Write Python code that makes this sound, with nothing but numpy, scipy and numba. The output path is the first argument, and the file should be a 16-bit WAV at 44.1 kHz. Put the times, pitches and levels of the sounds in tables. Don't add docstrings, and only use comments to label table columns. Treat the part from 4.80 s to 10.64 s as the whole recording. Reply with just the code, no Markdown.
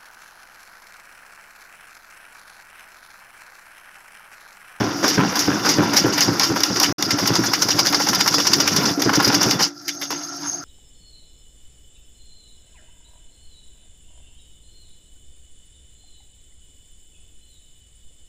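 import sys
import numpy as np
from scipy import signal
from scipy.io import wavfile
from scipy.ndimage import uniform_filter1d
from numba import njit

SR = 44100
rng = np.random.default_rng(int(sys.argv[2]) if len(sys.argv) > 2 else 0)


def to_wav(sig):
    pcm = np.clip(np.atleast_2d(sig), -1, 1) * 32767
    pcm = np.round(pcm).astype(np.int16)
    wavfile.write(sys.argv[1], SR, pcm.T)


N = 257544
TIME = np.arange(N) / SR

# (f/Hz, basic width/Hz, level/dB); filters widen the basic width.
STEEL_MODES = [(2153, 740, -4), (2810, 490, -4.5), (3444, 190, -0.5), (5073, 540, 6), (5522, 500, 4.5),
               (5825, 1020, 2.5), (6420, 210, -9)]
# (f/Hz, basic width/Hz, level/dB)
CASTING_MODES = [(594, 560, 2.5), (826, 142, 3), (976, 160, 6), (1108, 230, 1.5), (1350, 353, 3.5),
                 (1630, 1500, -8.5)]
# (f/Hz, basic width/Hz, level/dB)
TABLE_MODES = [(145.5, 33, -8.5), (182.7, 35.7, 0), (214.6, 36.8, 0), (295.3, 40.2, 3), (345.6, 96, -4.5),
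               (420, 300, -15.5)]
# (f/Hz, basic width/Hz, level/dB)
DEEP_MODES = [(75.5, 39, -17), (115.3, 32, 12.5)]
# (f/Hz, basic width/Hz, level/dB)
SIZZLE_MODES = [(10150, 910, 1), (11800, 7000, 24.5), (15000, 1800, 5)]
# (f/Hz, basic width/Hz, level/dB)
HUM_MODES = [(151, 67, -11.5), (289.3, 11.1, 7.5), (341.2, 15, 0.5), (586, 13.5, -15), (726, 117, -10.5),
             (1371, 87, -7), (1500, 420, -16.5)]
# (f/Hz, basic width/Hz, level/dB)
WHINE_MODES = [(5260, 110, -19), (6390, 170, 5.5), (10200, 610, -21.5)]

# (t/s, gear chatter level/dB, frame shaking level/dB)
GEAR_LEVELS = [(0, -36, -32), (.2, -29, -35.5), (.95, -26.5, -29.5), (1.87, -26, -36), (2.2, -26, -34.5),
               (3.68, -21, -33), (4.1, -22, -24), (4.15, -29, -57), (4.19, -34, -38), (4.26, -29.5, -35),
               (4.5, -23.5, -29.5), (4.7, -19.5, -27.5), (4.87, -40, -38), (4.9, -45, -72)]
# (t/s, hum level/dB, whine level/dB, hiss level/dB)
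IDLE_LEVELS = [(4.871, -39, -52, -52), (4.95, -42, -64, -41.5), (5.07, -37, -40, -37),
               (5.15, -36, -33, -36), (5.33, -32, -30, -34), (5.6, -36, -32.5, -32.5),
               (5.69, -33.5, -20.5, -32), (5.84, -35.5, -36.5, -37)]
# (t/s, rattle level/dB, needle bar knock level/dB, table thump level/dB, thump delay/s)
STITCH_BLOWS = [(-0.09, -13, -12, -9, .094), (0.2785, -5.5, -7, -4, .098), (0.592, -10.5, -9.5, -7, .086),
                (0.8914, 0, -7.5, -4.5, .088), (1.1657, 2, -7.5, -7.5, .076), (1.4087, -2, -8, -8, .069),
                (1.6323, -2, -5.5, -11.5, .068), (1.8349, -9.5, -18, -14, .068),
                (2.0316, -1, -8.5, -12.5, .057), (2.225, -11, -17, -20, .036),
                (2.307, -2.5, -30, -15, .023), (2.4044, -16, -9, -13.5, .018),
                (2.475, -3, -11, -10.5, .024), (2.5544, -2, -14.5, -11.5, .032),
                (2.656, -10, -10, -17.5, .023), (2.7351, -2, -22, -24, .039), (2.822, 1, -21, -21.5, .028),
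                (2.9054, -2.5, -11, -15.5, .035), (2.991, 6, -20, -19.5, .03),
                (3.0696, -1, -12.5, -22, .03), (3.146, -2, -8.5, -24.5, .019),
                (3.2197, -9.5, -10, -25, .014), (3.2869, -2, -10.5, -22, .016), (3.349, -1.5, -8, -23, .02),
                (3.408, 3.5, -13, -27, .023), (3.478, 4.5, -10.5, -21, .025), (3.542, -0.5, -13, -27, .025),
                (3.6, -3.5, -7, -28, .022), (3.6694, -1.5, -13, -20, .03), (3.7344, 5.5, -13, -24, .03),
                (3.8024, 1.5, -17.5, -22, .017), (3.877, 1.5, -19, -23.5, .029),
                (3.9634, -3, -36, -18.5, .021), (4.0567, -5, -27, -17.5, .047),
                (4.2196, -7, -16.5, -9, .037), (4.3534, -4, -5.5, -8.5, .015), (4.4461, -1, -11, -8, .024),
                (4.545, 0, -10, -14, .013), (4.6304, -3, -8, -12, .026), (4.7107, -3, -22, -14.5, .034),
                (4.8266, -5, -8.5, -35, .02)]
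# (t/s, steel level/dB, casting level/dB, table level/dB, basic dying time/s)
LOOSE_BLOWS = [(0.228, -12, -23, -9, 0.24), (0.848, -13, -22, -13, .2), (1.1295, -21, -18, -23, .15),
               (1.326, -11, -37, -19, 0.21), (1.7607, -11, -18, -16.5, .2), (1.9607, -10, -18, -17, .2),
               (4.173, -35, -46, -13, 0.23), (4.2948, -14, -7.5, -21, .05), (4.4012, -10, -6, -25, 0.063),
               (4.4803, -3.5, -25, -14, .06), (4.501, -14, -9.5, -24, .05), (4.794, -7.5, -17.5, -23, .15),
               (4.8644, -24, -29, -37, 0.15), (5.0812, -9.5, -39, -51, .13), (5.215, -11, -26, -49, 0.14),
               (5.3058, -11, -23.5, -25, 0.15)]
# (t/s, level/dB)
CLICK_PEAKS = [(0.281, -1), (0.592, -3), (0.891, -5), (1.4072, 3), (1.5965, 3), (1.8055, -4), (1.8344, 2),
               (1.9999, 4), (2.032, -1), (2.225, -2), (2.737, -0.5), (2.8877, -5), (3.0617, -5),
               (3.1263, -7), (3.1972, -13), (3.964, -1), (4.2207, 0.5), (4.295, -16), (4.335, -9),
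               (4.4027, -12), (4.4772, -2), (4.7103, -1), (5.081, -19)]
# (t/s, level/dB, dying time/s)
DRAG_RUBS = [(5.33, -39, 0.79), (5.64, -35.5, .35)]
PHONE_HOLLOW = 8100, 4500, 0.68
DROPOUT = 2.1258, 2.1815

KNOCK_LEAD_S, KNOCK_LEAD_SHARE = 0.012, 0.08
RATTLE_T60_S, RATTLE_T60_SHARE = 0.031, 0.58
KNOCK_T60_S, KNOCK_T60_SHARE = 0.065, 0.53
THUMP_T60_S, THUMP_T60_SHARE = 0.1, 0.74
HARD_SHORTER = 0.56
RATTLE_CASTING_DB, KNOCK_CASTING_DB, THUMP_DEPTH_DB = -15, -6, -23
SETTLE_POWER = 1.29
PUNCH_S, BOUNCE_S, BOUNCE_DB = 0.006, 0.012, -6
TOP_HZ = 15500


def undb(db):
    return 10 ** (np.asarray(db) / 20)


@njit
def svf(x, hz, width):
    y, band, low = np.empty(len(x)), 0.0, 0.0
    g, k = np.tan(np.pi * hz / SR), width / hz
    for i in range(len(x)):
        v = (band + g * (x[i] - low)) / (1 + g * (g + k))
        band, low = 2 * v - band, low + 2 * g * v
        y[i] = k * v
    return y


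def resonate(x, hz, first_width, second_width):
    return svf(svf(x, 1.0 * hz, 1.0 * first_width), 1.0 * hz, 1.0 * second_width)


def uneven(spread_db, ms):
    hold = max(int(ms * SR / 1000), 1)
    steps = undb(spread_db * rng.standard_normal(N // hold + 1))
    return uniform_filter1d(np.repeat(steps, hold)[:N], hold // 2 + 1)


def ring(envelope, modes, grain_db, grain_ms, drift_db=3.5, drift_ms=18.0, steep=1.6):
    contacts = uneven(grain_db, grain_ms) * rng.standard_normal(N)
    reach = [uneven(drift_db, drift_ms) for _ in modes]

    def body(x):
        total = np.zeros(N)
        for favour, (hz, width, db) in zip(reach, modes):
            total += undb(db) * resonate(favour * x, hz, steep * width, steep * width)
        return total

    return body(envelope * contacts + 1e-18) / np.std(body(contacts))


def strike(s, db, modes, damping):
    push = np.full(N, 1e-18)
    heard = s > 0
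    push[(s[heard] * SR).astype(int)] = undb(db[heard])
    return sum(undb(level) * resonate(push, hz, damping * width, 2.6 * width)
               for hz, width, level in modes)


def blows(s, db, t60, build_ms):
    power = np.zeros(N)
    for peak, level_db, dying in zip(s, db, t60):
        span = slice(max(int((peak - 0.06) * SR), 0), int((peak + 0.45) * SR))
        t = TIME[span] - peak
        before = np.exp(2000 * np.minimum(t, 0) / build_ms)
        after = undb(-120 * (np.abs(t) / max(dying, 0.01)) ** SETTLE_POWER)
        power[span] += undb(2 * level_db) * np.where(t < 0, before, after)
    return np.sqrt(power)


def stitches():
    s, *columns = np.transpose(STITCH_BLOWS)
    gap = np.diff(s)
    length = np.minimum(np.r_[gap[0], gap], np.r_[gap, gap[-1]])
    return s, length, *columns


def whirr():
    s, *columns = np.transpose(GEAR_LEVELS)
    gear, frame = (undb(np.interp(TIME, s, c, right=-90)) for c in columns)
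    chatter = ring(gear, STEEL_MODES[3:], 1.4, 1.4)
    chatter += undb(-5) * ring(frame, STEEL_MODES[:3], 3.0, 4.6)
    chatter += undb(-16) * ring(gear, SIZZLE_MODES, 1.1, 4.8)
    shaking = ring(frame, CASTING_MODES, 2.1, 3.4)
    shaking += undb(4.5) * ring(frame, TABLE_MODES, 2.3, 6.7)
    shaking += undb(-13) * ring(frame, DEEP_MODES, 2.3, 13.0)
    return chatter + shaking


def motor():
    s, hum_db, whine_db, hiss_db = np.transpose(IDLE_LEVELS)
    hum_level = undb(np.interp(TIME, s, hum_db, left=-29))
    whine_level = undb(np.interp(TIME, s, whine_db, left=-90))
    hiss_level = undb(np.interp(TIME, s, hiss_db, left=-90))
    hum = ring(hum_level, HUM_MODES, 1.5, 25.0, drift_db=2.5, drift_ms=45.0, steep=1.32)
    whine = ring(whine_level, WHINE_MODES, 0.8, 15.0, drift_db=3.8)
    hiss = ring(hiss_level, STEEL_MODES[3:], 2.0, 3.3)
    hiss += undb(-18) * ring(hiss_level, STEEL_MODES[:3] + SIZZLE_MODES, 4.0, 15.0)
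    return hum + whine + hiss


def rattles():
    at, length, rattle_db, bar_db, _, _ = stitches()
    loose, loose_steel_db, loose_cast_db, _, loose_t60 = np.transpose(LOOSE_BLOWS)
    bar_at = at - KNOCK_LEAD_S - KNOCK_LEAD_SHARE * length
    rattle_t60 = (RATTLE_T60_S + RATTLE_T60_SHARE * length) * undb(-HARD_SHORTER * rattle_db)
    bar_t60 = KNOCK_T60_S + KNOCK_T60_SHARE * length

    s = np.r_[at, bar_at, loose]
    steel_db = np.r_[rattle_db, bar_db, loose_steel_db]
    cast_db = np.r_[rattle_db + RATTLE_CASTING_DB, bar_db + KNOCK_CASTING_DB, loose_cast_db]
    t60 = np.r_[rattle_t60, bar_t60, loose_t60]

    steel = ring(blows(s, steel_db - 8.0, t60, 1.86), STEEL_MODES, 2.6, 0.85)
    knock = strike(s, cast_db + 13.5, CASTING_MODES, 2.4)
    knock += ring(blows(s, cast_db - 2.5, 0.68 * t60, 2.9), CASTING_MODES, 2.74, 1.4)
    sizzle = ring(blows(s, steel_db - 22, 0.7 * t60, 2.1), SIZZLE_MODES, 3.7, 0.94)
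    return steel + knock + sizzle


def thumps():
    at, length, _, _, db, lag = stitches()
    s, deep_db = at + lag, db + THUMP_DEPTH_DB
    t60 = THUMP_T60_S + THUMP_T60_SHARE * length

    hit = np.r_[s + PUNCH_S, s + PUNCH_S + BOUNCE_S]
    hit_db = np.r_[db, db + BOUNCE_DB]
    push = strike(hit, hit_db + 41, TABLE_MODES, 1.43)
    push += strike(s, deep_db + 56, DEEP_MODES, 0.8)
    push += strike(hit, hit_db + 13, CASTING_MODES, 1.5)

    shudder = ring(blows(s, db - 8.5, t60, 5.0), TABLE_MODES, 2.1, 3.0, drift_db=2.5)
    shudder += ring(blows(s, deep_db + 2.5, 1.1 * t60, 2.5), DEEP_MODES, 2.5, 6.0)
    knock = ring(blows(s, db - 15.5, 1.7 * t60, 3.1), CASTING_MODES, 4.7, 1.5)

    loose, _, _, table_db, loose_t60 = np.transpose(LOOSE_BLOWS)
    loose_level = blows(loose, table_db - 5, 1.24 * loose_t60, 2.5)
    upper = ring(loose_level, TABLE_MODES[3:], 1.6, 8.0, drift_db=2.0)
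    return push + shudder + upper + knock


def clicks():
    s, db = np.transpose(CLICK_PEAKS)
    tick = strike(s, db + 11, STEEL_MODES, 1.9) + strike(s, db - 16, SIZZLE_MODES, 1.9)
    bounce = ring(blows(s, db - 7, np.full(len(s), 0.025), 0.2), STEEL_MODES, 3.1, 0.95)
    return tick + bounce


def drags():
    rub = blows(*np.transpose(DRAG_RUBS), 30.0)
    casting = ring(rub, CASTING_MODES[2:], 2.8, 6.0)
    return casting + undb(-5.5) * ring(rub, STEEL_MODES[:3], 2.5, 4.1)


def scene():
    return (whirr() + motor() + rattles() + thumps() + clicks() + drags())[None]


def record(dry):
    hz, width, share = PHONE_HOLLOW
    sound = dry - share * svf(dry[0], 1.0 * hz, 1.0 * width)

    loudness = np.sqrt(uniform_filter1d(sound ** 2, int(0.012 * SR)) + 1e-12)
    sound = sound * np.minimum(undb(-15.5) / loudness, 1) ** 0.15
    sound = np.tanh(sound) / 1.243

    stop, start = DROPOUT
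    gate = np.clip(np.maximum((stop - TIME) * 2000, (TIME - start) * 300), 0, 1)
    low_pass = signal.ellip(9, 0.2, 60, TOP_HZ, fs=SR, output="sos")
    return signal.sosfilt(low_pass, sound * gate)


dry = scene()
out = record(dry)
to_wav(out)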